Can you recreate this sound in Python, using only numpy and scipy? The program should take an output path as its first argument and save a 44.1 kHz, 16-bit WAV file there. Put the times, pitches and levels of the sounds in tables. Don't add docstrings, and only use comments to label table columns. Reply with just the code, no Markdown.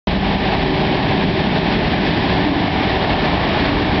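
import sys
import numpy as np
from scipy import signal
from scipy.fft import rfft, irfft
from scipy.io import wavfile
from scipy.ndimage import uniform_filter1d

SR = 44100
rng = np.random.default_rng(int(sys.argv[2]) if len(sys.argv) > 2 else 0)


def to_wav(s):
    ch = np.atleast_2d(s).T
    pcm = np.round(np.clip(ch, -1, 1) * 32767)
    wavfile.write(sys.argv[1], SR, pcm.astype(np.int16))


N = 176400
TIME = np.arange(N) / SR
CYCLE_HZ = 17.24


def amp(db):
    return 10 ** (np.asarray(db) / 20)


def unit(x):
    return x / np.sqrt(np.mean(x ** 2) + 1e-20)


def level(points):
    return amp(np.interp(TIME, *np.transpose(points)))


def colour(x, spectrum):
    points_hz, points_db = np.transpose(spectrum)
    hz = np.fft.rfftfreq(N, 1 / SR)
    gain = amp(np.interp(np.log(hz + 1), np.log(points_hz + 1), points_db))
    return unit(irfft(rfft(x) * gain, N))


def drift(rate_hz):
    hz = np.fft.rfftfreq(N, 1 / SR)
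    lowpass = (hz > 0) / (1 + (hz / rate_hz) ** 4)
    return unit(irfft(rfft(rng.standard_normal(N)) * lowpass, N))


def resonate(x, hz, width_hz):
    b, a = signal.iirpeak(hz, hz / width_hz, SR)
    return unit(signal.lfilter(b, a, signal.lfilter(b, a, x)))


def partial(turns, multiple):
    return unit(np.sin(2 * np.pi * (multiple * turns + rng.random())))


def hum(turns, orders):
    return sum(amp(db + 2 * drift(rate_hz=7.2)) * partial(turns, multiple) for multiple, db in orders)


def chassis_rumble():
    # (frequency [Hz], level [dB])
    spectrum = [(10, -27.5), (24, -16.5), (36, -4), (60, -4), (85, -5), (108, 1.5), (128, -4), (160, 1),
                (250, -1), (340, -5), (420, -3.5), (500, -12.5), (600, -36), (1200, -61.5)]
    return amp(-21.5) * colour(rng.standard_normal(N), spectrum)


def side_rush():
    # (frequency [Hz], level [dB])
    spectrum = [(250, -24), (480, 0.5), (800, -2), (1100, -0.5), (1500, -4), (2000, -12.5), (4000, -42.5)]
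    # (time [s], level [dB])
    rush_level = [(.1, -46), (1.4, -44), (2.4, -36), (2.9, -33), (3.7, -29.5), (4, -36)]
    return level(rush_level) * colour(rng.standard_normal(N), spectrum)


def shaft_hum(clock, shaft_hz=21.44):
    # (multiple of its rate, level [dB])
    orders = [(2, -41.5), (3, -35.5)]
    # (time [s], gain [dB])
    swell = [(.1, 12), (.35, 7.5), (.7, -1.5), (1.7, -5.5), (2.8, -6), (3.45, 4.5), (4, 5)]
    return level(swell) * hum(clock * shaft_hz, orders)


def cooling_roar():
    # (frequency [Hz], level [dB])
    spectrum = [(300, -24), (520, -8), (610, 0.5), (710, -1.5), (810, 0.5), (920, -3), (1050, -6.5),
                (1250, -15.5), (1450, -20.5), (2200, -23.5), (5000, -61)]
    # (time [s], level [dB])
    roar_level = [(.1, -23), (1.5, -24), (2.45, -23.5), (2.9, -23.5), (3.3, -21.5), (4, -26)]
    return level(roar_level) * colour(rng.standard_normal(N), spectrum)


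def fan_whine(clock, blade_hz=378.4, waver_db=3, jitter_periods=0.044):
    # (multiple of the blade rate, level at the start [dB], level at the end [dB])
    blade_tones = [(1, -29, -36.5), (2, -36, -33.5), (3, -51.5, -41.5)]
    turns = clock * blade_hz + jitter_periods * drift(rate_hz=18)
    whine = np.zeros(N)
    for multiple, start_db, end_db in blade_tones:
        gain = amp(np.linspace(start_db, end_db, N) + waver_db * drift(rate_hz=3))
        whine += gain * partial(turns, multiple)
    return whine


def grit(ticks_per_s=260, spread_db=3.5, decay_s=0.0052):
    hits = rng.random(N) < ticks_per_s / SR
    strength = amp(spread_db * np.minimum(rng.exponential(1, N), 4))
    envelope = signal.lfilter([1], [1, -np.exp(-1 / (decay_s * SR))], hits * strength)
    return unit(envelope * rng.standard_normal(N))


def working_gear(puffs, pulsing=0.048, flutter_db=0.24):
    # (frequency [Hz], level [dB])
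    spectrum = [(600, -29.5), (1200, -9.5), (1380, -13.5), (1490, -4.5), (1590, -4.5), (1750, -0.5),
                (2050, -2.5), (2300, -2.5), (2750, -4.5), (3150, -4), (3850, -7), (4500, -12), (5050, -16),
                (5550, -22.5), (5950, -37.5), (6300, -55.5)]
    # (time [s], level [dB])
    scrape_level = [(.1, -25.5), (.9, -26), (1.8, -25), (2.1, -23.5), (2.4, -26), (3, -25), (3.65, -24.5),
                    (3.9, -27)]
    # (time [s], level [dB])
    low_ring_level = [(.1, -42), (1.7, -42.5), (2.05, -36.5), (2.4, -38.5), (3.1, -34), (4, -38.5)]
    # (time [s], level [dB])
    high_ring_level = [(.1, -43.5), (2.3, -44.5), (2.7, -30.5), (2.95, -40.5), (4, -40)]
    ticks = amp(-10) * grit()
    hiss = unit((1 + pulsing * puffs) * rng.standard_normal(N))
    flutter = amp(flutter_db * drift(rate_hz=9.1))
    scrape = level(scrape_level) * colour(hiss + ticks, spectrum)
    low_ring = level(low_ring_level) * resonate(rng.standard_normal(N), hz=1765, width_hz=140)
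    high_ring = level(high_ring_level) * resonate(rng.standard_normal(N), hz=2205, width_hz=140)
    return flutter * (scrape + low_ring + high_ring)


def firings(clock, scatter_db=2, decay_share=0.35):
    cylinders = [1, -2, 2, 0.5, 0, -1.5]
    count = clock * CYCLE_HZ * len(cylinders)
    firing = count.astype(int)
    scatter = scatter_db * rng.standard_normal(N)[firing]
    strength = amp(np.array(cylinders)[firing % len(cylinders)] + scatter)
    return unit(strength * np.exp(-(count % 1) / decay_share))


def boom(puffs, hz, width_hz, gas_share=0.77):
    pulses = resonate(puffs - puffs.mean(), hz, width_hz)
    gas = resonate(puffs * rng.standard_normal(N), hz, width_hz)
    return unit((1 - gas_share) * pulses + gas_share * gas)


def diesel(clock, puffs):
    # (time [s], level [dB])
    exhaust_level = [(.1, -26.5), (1.202, -21), (1.901, -22.5), (2.3, -27), (3, -27.5), (4, -28)]
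    # (time [s], level [dB])
    housing_level = [(.1, -28.5), (1, -27.5), (1.5, -29), (2.1, -24), (2.43, -25), (2.57, -17.5),
                     (2.72, -27.5), (3.55, -27), (3.78, -24.5), (4, -28)]
    # (time [s], level [dB])
    drone_level = [(.1, -19.5), (.7, -35), (1.6, -33.5), (2.1, -35), (4, -42)]
    # (time [s], level [dB])
    panels_level = [(.1, -39), (1.2, -34.5), (1.7, -23.5), (1.999, -38.5), (4, -41.5)]
    # (multiple of the cycle rate, level [dB])
    orders = [(2, -43), (3, -38), (4, -38.5), (5, -34), (8, -35.5)]
    exhaust = level(exhaust_level) * boom(puffs, hz=176.9, width_hz=83)
    housing = level(housing_level) * boom(puffs, hz=289, width_hz=55)
    drone = level(drone_level) * boom(puffs, hz=191, width_hz=10)
    panels = level(panels_level) * boom(puffs, hz=362, width_hz=73)
    return exhaust + housing + drone + panels + hum(clock * CYCLE_HZ, orders)


def scene():
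    speed = 1 + 0.002 * drift(rate_hz=1.5)
    clock = np.cumsum(speed) / SR
    puffs = firings(clock)
    engine = diesel(clock, puffs) + shaft_hum(clock)
    noise_bed = chassis_rumble() + cooling_roar() + side_rush()
    return (engine + noise_bed + fan_whine(clock) + working_gear(puffs))[None]


def record(dry, start_s=0.072, drive_db=3, ceiling_db=-7.5, recover_db_per_s=57.5, cutoff_hz=6250):
    driven = dry[0] * amp(drive_db) * (TIME >= start_s)
    over_db = np.maximum(20 * np.log10(abs(driven) + 1e-9) - ceiling_db, 0)
    recovery_db = TIME * recover_db_per_s
    reduction_db = np.maximum.accumulate(over_db + recovery_db) - recovery_db
    limited = driven / amp(uniform_filter1d(reduction_db, size=12))
    lowpass = signal.firwin(511, cutoff_hz, window=("kaiser", 9), fs=SR)
    return signal.oaconvolve(limited, lowpass, "same")[None]


dry = scene()
out = record(dry)
to_wav(out)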